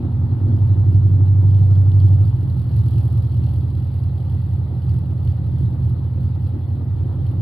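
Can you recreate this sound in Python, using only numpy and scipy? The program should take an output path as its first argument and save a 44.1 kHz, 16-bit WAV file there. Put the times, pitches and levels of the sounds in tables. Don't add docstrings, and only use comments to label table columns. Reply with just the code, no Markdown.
import sys
import numpy as np
from scipy import signal
from scipy.fft import rfft, irfft, next_fast_len
from scipy.io import wavfile
from scipy.ndimage import uniform_filter1d

SR = 44100
rng = np.random.default_rng(int(sys.argv[2]) if len(sys.argv) > 2 else 0)


def unload_wav(signal):
    wavfile.write(
        sys.argv[1],
        SR,
        np.round(np.clip(np.atleast_2d(signal).T, -1, 1) * 32767).astype(np.int16),
    )


def amplitude_ratio(level_db):
    exponent = np.asarray(level_db, float) / 20
    return 10 ** exponent


N = 326781


def evened(x):
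    return x / np.sqrt(np.mean(x ** 2) + 1e-20)


def read(points, hz):
    f, value = np.transpose(points)
    return np.interp(np.log(hz + 1), np.log(f + 1), value)


def curves(rows):
    s, *columns = np.transpose(rows)
    return [np.interp(np.arange(N) / SR, s, column) for column in columns]


def swells(rows):
    t = np.arange(0, N / SR + .01, .002)
    total_db = sum(db * np.exp(-((t - s) / half_s) ** 2) for s, db, half_s in rows)
    return np.interp(np.arange(N) / SR, t, total_db)


def settling():
    settle_s = 1
    return np.exp(-np.arange(N) / SR / settle_s)


def coloured(x, points, size=32768):
    log_gain = np.log(amplitude_ratio(read(points, abs(np.fft.fftfreq(size, 1 / SR)))))
    response = np.exp(np.conj(signal.hilbert(log_gain)))
    taps = np.fft.ifft(response).real[:size // 2]
    return evened(signal.oaconvolve(x, taps[None], axes=1)[:, :N])


# frequency in Hz, left minus right in dB.
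TILT_DB = [(70, -2.7), (98, -1.6), (125, -.7), (170, -1.8), (240, .9), (340, 4.6), (500, 2.2), (1250, 3.6),
           (3500, .3), (5600, 0), (6600, -6), (7400, 7), (9000, 8), (9800, -.4)]
# frequency in Hz, left lead in radians.
LEAD_RAD = [(70, .08), (98, .24), (125, .19), (170, .05), (240, .34), (340, .42)]


def ports(x):
    size = next_fast_len(N + SR)
    hz = np.fft.rfftfreq(size, 1 / SR)
    half = amplitude_ratio(read(TILT_DB, hz) / 2) * np.exp(.5j * read(LEAD_RAD, hz))
    return irfft(rfft(x, size) * np.array([half, 1 / half]), size)[:, :N]


# frequency in Hz, correlation from 0 to 1.
LIKENESS = [(300, .9), (500, .74), (800, .64), (1250, .43), (1900, .05), (3500, .38), (11000, .2)]


def noise(points, patchy_db):
    frames, hz = N // 128 + 5, np.fft.rfftfreq(512, 1 / SR)
    a, b, c, d, patches = rng.standard_normal((frames, 257, 5)).T
    patches = uniform_filter1d(patches, size=5, axis=0)
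    patches = evened(uniform_filter1d(patches, size=12, axis=1))
    same = np.clip(read(LIKENESS, hz), -1, 1)[:, None]
    left = a + 1j * b
    right = same * left + np.sqrt(1 - same ** 2) * (c + 1j * d)
    outside = (hz < points[0][0]) | (hz > points[-1][0])
    level_db = np.where(outside, -99, read(points, hz))[:, None]
    tilt_db = read(TILT_DB, hz)[:, None] * [[[.5]], [[-.5]]]
    z = np.array([left, right]) * amplitude_ratio(level_db + patchy_db * patches + tilt_db)
    return evened(signal.istft(z, nperseg=512, noverlap=384)[1][:, :N])


# time in seconds, firings a second.
SPEED = [(0.0, 41.47), (0.2, 43.39), (0.45, 46.07), (0.7, 47.06), (1.0, 47.65), (1.3, 48.38), (1.6, 48.99),
         (1.9, 48.18), (2.15, 48.19), (2.35, 45.07), (2.55, 41.93), (2.75, 41.17), (3.0, 41.23),
         (3.3, 41.39), (3.6, 41.97), (3.9, 42.02), (4.2, 42.03), (4.5, 42.23), (4.8, 41.83), (5.1, 42.02),
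         (5.4, 41.96), (5.7, 41.53), (6.0, 41.82), (6.3, 42.05), (6.6, 42.62), (6.9, 42.47), (7.15, 42.56),
         (7.41, 43.98)]
CYLINDERS = [1.1, -0.59, 2.2, -0.25, 1.5, -0.79, -0.53, 1.5]


def firings():
    turned_at_start = .15
    count = np.cumsum(curves(SPEED)[0]) / SR + turned_at_start
    return count, np.flatnonzero(np.diff(np.floor(count)))


# time in seconds, load in dB, unevenness of the firing in dB.
ENGINE = [(0.0, -3.5, 1.5), (0.2, 1, -1), (0.45, -0.5, -1), (0.8, -1, 4), (1.15, 0, 1.5), (1.5, 0.5, 0.5),
          (1.9, 0, 1), (2.13, 0.5, 3), (2.4, 1.5, 3), (2.72, -1.5, 1), (3.42, 0.5, -1), (3.9, 0, -4.5),
          (4.75, -2, 0.5), (5.2, 0.5, -1), (5.6, 0, 1.5), (6.2, 0.5, -2), (6.6, -3.5, -5.5), (7.41, 4, 5)]
# time in seconds, level in dB, half length in seconds.
SURGES = [(.68, 3.5, 0.049), (.945, 6, 0.027), (1.54, 1, .07), (1.78, 2.5, .06), (2.05, 4.5, 0.093),
          (2.38, 1, 0.059), (2.76, 4.5, 0.069), (2.98, 4, 0.13), (3.18, 3, 0.082), (3.49, 4.5, 0.091),
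          (4.03, 2, 0.087), (4.3, 3.5, 0.038), (4.53, 3, 0.043), (4.9, 6.5, 0.073), (5.29, 10, 0.051),
          (5.62, 6.5, 0.046), (5.86, 6, 0.065), (6.27, 6, 0.048), (6.47, 6.5, 0.048), (7.0, 5, 0.04),
          (7.28, 7, 0.045)]
# time in seconds, level in dB, half length in
# seconds.
THROBS = [(.08, 0, 0.045), (.24, 5.5, 0.025), (.35, 1, 0.035), (.59, 0.5, .02), (.68, -1, .02),
          (2.45, -0.5, .06), (2.8, 0, .06), (3.0, -1, .06), (3.41, 3, 0.072), (3.6, 2, 0.054),
          (3.8, 0.5, 0.039), (4.07, 2, 0.075), (4.2, -1.5, 0.042), (4.35, 1.5, .06), (4.6, 2, 0.081),
          (4.76, -2, 0.06), (4.9, 2, .06), (5.12, -1, 0.082), (5.3, -1, 0.066), (5.45, -1, .06),
          (5.62, 0, .05), (5.74, -2.5, 0.035), (5.88, 0.5, 0.067), (6.1, -0.5, .07), (6.26, -0.5, 0.052),
          (6.45, -0.5, 0.038), (6.6, 2, 0.029), (6.72, 3, 0.051), (6.83, -1.5, 0.083), (7.0, -2, 0.029),
          (7.15, -4, 0.077), (7.28, -5.5, .05), (7.34, -7, 0.028)]
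CLEAN_ORDERS = [(10, 0.93), (11, 0.27), (16, 0.75), (18, 0.13), (19, 0.6), (20, 0.82), (21, 0.89),
                (22, 0.22), (24, 0.32), (26, 0.03), (34, 0.34)]
# firings a second, then the level of each clean order in dB.
ORDER_MAP = [(41.1, -52.5, -41.0, -22.5, -32.0, -25.5, -28.0, -17.5, -29.5, -22.0, -36.5, -42.0),
             (41.6, -52.5, -39.5, -26.0, -34.0, -43.5, -38.0, -27.5, -32.0, -26.0, -38.0, -43.0),
             (42.2, -57.0, -38.5, -25.0, -24.0, -36.5, -27.5, -34.5, -36.5, -28.5, -37.0, -43.0),
             (43.2, -45, -38, -26, -25, -33, -32, -31, -30, -31, -36, -50),
             (45, -39, -40, -27, -22, -36, -36, -30, -27, -38, -42, -50),
             (46.5, -37.0, -55.0, -18.5, -16.0, -33.0, -50.0, -24.0, -25.5, -41.5, -58.0, -60.5),
             (47.7, -34.0, -55.5, -13.0, -17.5, -45.5, -34.5, -26.5, -40.5, -30.0, -50.0, -61.5),
             (49.0, -42.5, -44.5, -11.5, -26.5, -44.0, -32.0, -32.0, -37.0, -37.5, -42.0, -61.0)]
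# frequency in Hz, delay in turns.
PIPE_LAG = [(50, 0.0), (82, 0.75), (85, 0.76), (89, 0.94), (94, 0.67), (99, 0.59), (104, 1.1), (109, 1.13),
            (115, 0.82), (122, 1.17), (127, 1.25), (134, 0.9), (147, 0.86), (185, 2.66)]


def drone():
    rate = curves(SPEED)[0]
    level_db = curves(ENGINE)[0] + 0.56 * swells(SURGES) + swells(THROBS)
    speeds, *strengths = np.transpose(ORDER_MAP)
    cycles, out = firings()[0] / len(CYLINDERS), np.zeros(N)
    for (order, ahead), order_db in zip(CLEAN_ORDERS, strengths):
        gain = np.sqrt(2) * amplitude_ratio(level_db + np.interp(rate, speeds, order_db))
        shift = ahead - read(PIPE_LAG, order * rate / len(CYLINDERS))
        out += gain * np.cos(2 * np.pi * (order * cycles + shift))
    return out


def garage(x):
    t60_s, level_db, unlike = .35, 4, 0.2
    t = np.arange(SR // 2) / SR
    both, left, right = rng.standard_normal((3, len(t)))
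    tail = (both + unlike * np.array([left, right])) * amplitude_ratio(-60 * t / t60_s)
    tail *= amplitude_ratio(level_db) / np.linalg.norm(tail[0])
    tail[:, 0] = 1
    size = next_fast_len(N + SR)
    answer = rfft(tail, size)
    flat = answer / np.sqrt((abs(answer) ** 2).mean(0) + 0.01)
    return irfft(rfft(x, size) * flat, size)[:, :N]


# frequency in Hz, level in dB.
BOOM = [(25, -77), (42, -16), (50, -29.5), (60, -2.5), (72, -10), (88, -12.5), (105, -4.5), (125, 3.5),
        (145, -8), (165, -4), (180, -5.5), (200, -25.5), (240, -61), (900, -160)]
# frequency in Hz, level in dB.
RING = [(90, -67.5), (190, -21.5), (205, -14), (215, -12), (225, -5), (232, -2), (240, -6.5), (250, -9.5),
        (270, 3), (290, -10.5), (312, -2.5), (328, -6), (345, -8.5), (385, -15), (430, -23), (520, -39.5),
        (1500, -150)]
# time in seconds, level in dB, half length in seconds.
BURBLES = [(0.02, 1, 0.038), (.18, -1.5, 0.083), (.3, 1.5, 0.066), (.5, 2, 0.032), (.72, 0, 0.12),
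           (1.0, -1, 0.058), (1.2, 1, 0.027), (1.6, -1.5, 0.12), (2.277, 0, 0.03), (2.6, -1, 0.16),
           (3.1, 0.6, 0.48), (3.65, 0, 0.14), (4.0, 0, .06), (4.7, 0.5, 0.054), (5.5, -1, 0.049),
           (5.97, 1.5, 0.052), (6.555, 3, 0.042), (6.8, 1.5, 0.033), (7.06, 1.5, 0.04), (7.2, -0.5, 0.031),
           (7.38, 1, 0.056)]


def lope():
    at = np.r_[0, firings()[1]]
    kicks, beat = np.zeros((2, N))
    kicks[at] = np.resize(CYLINDERS, len(at)) + 0.84 * rng.standard_normal(len(at))
    beat[at] = 0.66
    uneven_db = curves(ENGINE)[1]
    boom_db = -27.5 + uneven_db + 0.09 * swells(SURGES) + .7 * swells(THROBS)
    ring_db = -40.5 + 0.3 * uneven_db + 7 * settling() + 4.3 * swells(BURBLES)
    boom = amplitude_ratio(boom_db) * coloured(garage(kicks), BOOM)
    return boom + amplitude_ratio(ring_db) * coloured(garage(kicks + beat), RING)


# start in seconds, peak in dB, ring in Hz.
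KNOCKS = [(0.049, -36, 724), (0.319, -37, 750), (1.108, -41.5, 534), (2.185, -36, 577), (3.867, -44, 520),
          (4.937, -38.5, 587), (5.38, -41, 727), (5.601, -38, 558), (5.744, -42, 540), (6.178, -38, 512),
          (6.765, -40, 530), (6.911, -40, 550)]


def knocks():
    level_db, t60_s, rise_s = -5, .05, 0.00083
    t, out = np.arange(3000) / SR, np.zeros(N + SR)
    dull = signal.butter(2, [500, 1400], "bandpass", fs=SR)
    for s, db, hz in KNOCKS:
        puff = evened(signal.lfilter(*dull, rng.standard_normal(len(t))))
        blow = np.sin(2 * np.pi * hz * t) + 0.41 * puff
        envelope = amplitude_ratio(db + level_db - 60 * t / t60_s) * np.minimum(t / rise_s, 1)
        out[round(s * SR):][:len(t)] += envelope * blow
    return out[:N]


def puffs(lag_s, rise_s, fall_s, spread_db, echo):
    at, t, train = firings()[1], np.arange(2500) / SR, np.zeros(N + SR)
    size, echo_size, jitter = np.minimum(rng.standard_normal((3, len(at))), 1)
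    at = at + round(lag_s * SR) + (0.0003 * SR * jitter).astype(int)
    train[at] = amplitude_ratio(spread_db * size)
    train[at + SR // 88] = echo * amplitude_ratio(spread_db * echo_size)
    shape = (1 - np.exp(-t / rise_s)) * np.exp(-t / fall_s)
    return evened(signal.oaconvolve(train, shape)[:N])


# frequency in Hz, density in dB per Hz.
ROAR_COLOUR = [(190, -46.5), (330, -7), (429, -11.5), (549, -5.5), (650, -18), (817, -8), (993, -18.5),
               (1310, -19.5), (1520, -27), (1800, -28.5), (1960, -38), (2180, -43), (2500, -62.5),
               (3250, -69), (5500, -120)]
# time in seconds, level in dB, half length in seconds.
ROAR_SWELLS = [
    (.32, -0.5, .04),
    (.66, 0.5, 0.046),
    (1.7, 2.5, 0.37),
    (2.19, 1.5, 0.045),
    (3.0, 1, 0.19),
    (7.13, 3.5, 0.059),
    (7.38, -1, .04),
]


def roar():
    flow = evened(2.0 + 0.82 * puffs(0.012, 0.0032, 0.0079, 3.8, echo=0.49))
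    level_db = -47.5 + 0.2 * curves(ENGINE)[1] + 3 * settling()
    level_db += 0.57 * swells(BURBLES) + swells(ROAR_SWELLS)
    return amplitude_ratio(level_db) * flow * noise(ROAR_COLOUR, patchy_db=1.0)


# start in seconds, peak in dB, bright part against it in dB.
POPS = [(0.5662, -49, -18.5), (0.945, -44, -23), (1.28, -47, -17), (1.504, -48.5, -18),
        (1.5438, -45.5, -17), (1.6686, -51, -17.5), (1.709, -45, -15), (1.752, -50, -13),
        (1.9164, -41.5, -19), (2.0016, -42, -18), (2.0184, -46.5, -16), (2.0827, -44, -18.5),
        (2.2521, -47.5, -14), (2.4985, -48.5, -14), (2.596, -50.5, -18.5), (2.6907, -47, -18.5),
        (2.7132, -46, -20), (2.7374, -47, -14.5), (2.882, -44.5, -12.5), (2.981, -41, -16.5),
        (3.0528, -50, -6.5), (3.0801, -49, -6.5), (3.1262, -47, -9), (3.393, -54, -8.5),
        (3.4164, -49, -17.5), (3.4373, -44.5, -13.5), (3.5836, -49.5, -11), (3.751, -49.5, -12.5),
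        (3.796, -53, -12.5), (3.823, -47.5, -14.5), (3.8442, -48, -13.5), (3.965, -52.5, -10.5),
        (4.3471, -51.5, -10), (4.4396, -50.5, -17.5), (4.5352, -50, -8.5), (4.819, -49, -18.5),
        (4.8662, -51.5, -14.5), (4.8926, -46, -13.5), (4.9395, -46, -12), (4.987, -50, -9),
        (5.2012, -49, -21.5), (5.2487, -46.5, -13.5), (5.2741, -43, -17.5), (5.3197, -46, -15),
        (5.5826, -49.5, -11.5), (5.631, -51, -10), (5.894, -48, -10.5), (6.276, -52, -17),
        (6.3516, -48, -20), (6.7262, -49.5, -15.5)]


def pops():
    low_db, high_db, rise_s, fall_s = -8, 2.5, 0.0016, 0.0024
    s, db, bright_db = np.transpose(POPS)
    t, trains = np.arange(2000) / SR, np.zeros((2, N))
    trains[:, (s * SR).astype(int)] = amplitude_ratio(np.array([db + low_db, db + bright_db + high_db]))
    shape = (1 - np.exp(-t / rise_s)) * np.exp(-t / fall_s)
    return signal.oaconvolve(trains, shape[None] / shape.max(), axes=1)[:, :N]


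# time in seconds, level in dB.
FLOW = [
    (0.0, -7),
    (1.2, -2),
    (2.3, 2),
    (3.0, 3),
    (3.8, -0.5),
    (5.1, -3.5),
    (6.0, -3.5),
    (6.7, -7),
    (7.41, -6),
]
# frequency in Hz, density in dB per Hz.
SPIT_LOW = [(1240, -39.5), (2100, -18), (2410, -12.5), (2720, -4), (3390, -2), (3700, -9.5), (4260, -1.5),
            (4730, -7), (5400, -14.5), (6100, -22.5), (7800, -47.5), (13200, -120)]
# frequency in Hz, density in dB per Hz.
SPIT_HIGH = [(5500, -50.5), (6700, -22.5), (7200, -23.5), (7820, -11), (8500, -13), (9050, -22.5),
             (9500, -11), (10100, -8.5), (10900, -5), (11500, -2.5), (12500, -10.5), (13800, -12.5),
             (14500, -8.5)]
# frequency in Hz, density in dB per Hz.
HISS_COLOUR = [(1200, -25), (2000, -3.5), (2250, -8), (2900, -5.5), (4300, -6), (5200, -18), (5800, -30),
               (6200, -46), (7200, -46), (7700, -23.5), (9000, -26.5), (9700, -20), (11200, -15.5),
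               (14500, -21)]


def spit():
    flow_db = curves(FLOW)[0] + swells(SURGES)
    steady_share = .3
    flow = evened(steady_share + puffs(0.0013, 0.002, 0.0088, 4.3, echo=0.22))
    low_pop, high_pop = pops()
    low = np.maximum(low_pop, flow * amplitude_ratio(-65.5 + flow_db))
    high = np.maximum(high_pop, flow * amplitude_ratio(-69 + 0.97 * flow_db))
    gas = low * noise(SPIT_LOW, patchy_db=2.0) + high * noise(SPIT_HIGH, patchy_db=1.0)
    return gas + amplitude_ratio(-63.5) * noise(HISS_COLOUR, patchy_db=2.5)


# time in seconds, frequency in Hz, level in dB.
HUM = [(0.0, 236, -31), (0.04, 233.2, -29.5), (0.08, 229.9, -37), (0.37, 232.7, -30), (0.84, 236.4, -33),
       (0.89, 233.3, -38.5), (2.13, 228.6, -41), (2.25, 238.8, -39), (2.35, 227.4, -40.5),
       (2.74, 237.1, -42), (2.87, 230.2, -38.5), (3.14, 237.5, -37.5), (3.24, 227.2, -40),
       (3.32, 228.7, -40), (5.59, 234.6, -44), (5.68, 228.5, -38.5), (7.35, 234.7, -42),
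       (7.41, 227.2, -32.5)]


def hum():
    level_db, waver_hz, most_waver = -3, 7, .9
    hz, db = curves(HUM)
    r = np.exp(-np.pi * waver_hz / SR)
    a, b = evened(signal.lfilter([1], [1, -2 * r, r * r], rng.standard_normal((2, N))))
    share = most_waver * (1 - settling())
    waver = np.sqrt(1 - share) + np.sqrt(share / 2) * (a + 1j * b)
    tone = waver * np.exp(2j * np.pi * np.cumsum(hz) / SR)
    return np.sqrt(2) * amplitude_ratio(db + level_db) * tone.real


def whine():
    tone_hz, width_hz, level_db = 1931, 40, -71
    r = np.exp(-np.pi * width_hz / SR)
    chance = rng.standard_normal((2, N)) + 1j * rng.standard_normal((2, N))
    slow = signal.lfilter([1], [1, -2 * r, r * r], chance)
    carrier = np.exp(2j * np.pi * tone_hz * np.arange(N) / SR)
    return amplitude_ratio(level_db) * evened((slow * carrier).real)


# frequency in Hz, level in dB.
RUMBLE = [(14, -13), (25, -6), (33, 4.5), (42, 2), (55, -20), (90, -69.5), (400, -130)]


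def rumble():
    return amplitude_ratio(-54.5) * coloured(rng.standard_normal((1, N)), RUMBLE)


def scene():
    engine = ports(drone() + lope()) + ports(knocks()) + roar() + spit()
    return engine + ports(hum()) + whine() + rumble()


def band_limit(x):
    return signal.sosfilt(signal.butter(12, 14640, fs=SR, output="sos"), x)


def record(dry):
    ceiling = 1.0
    mix = ceiling * np.tanh(dry / ceiling)
    return band_limit(mix)


dry = scene()
out = record(dry)
unload_wav(out)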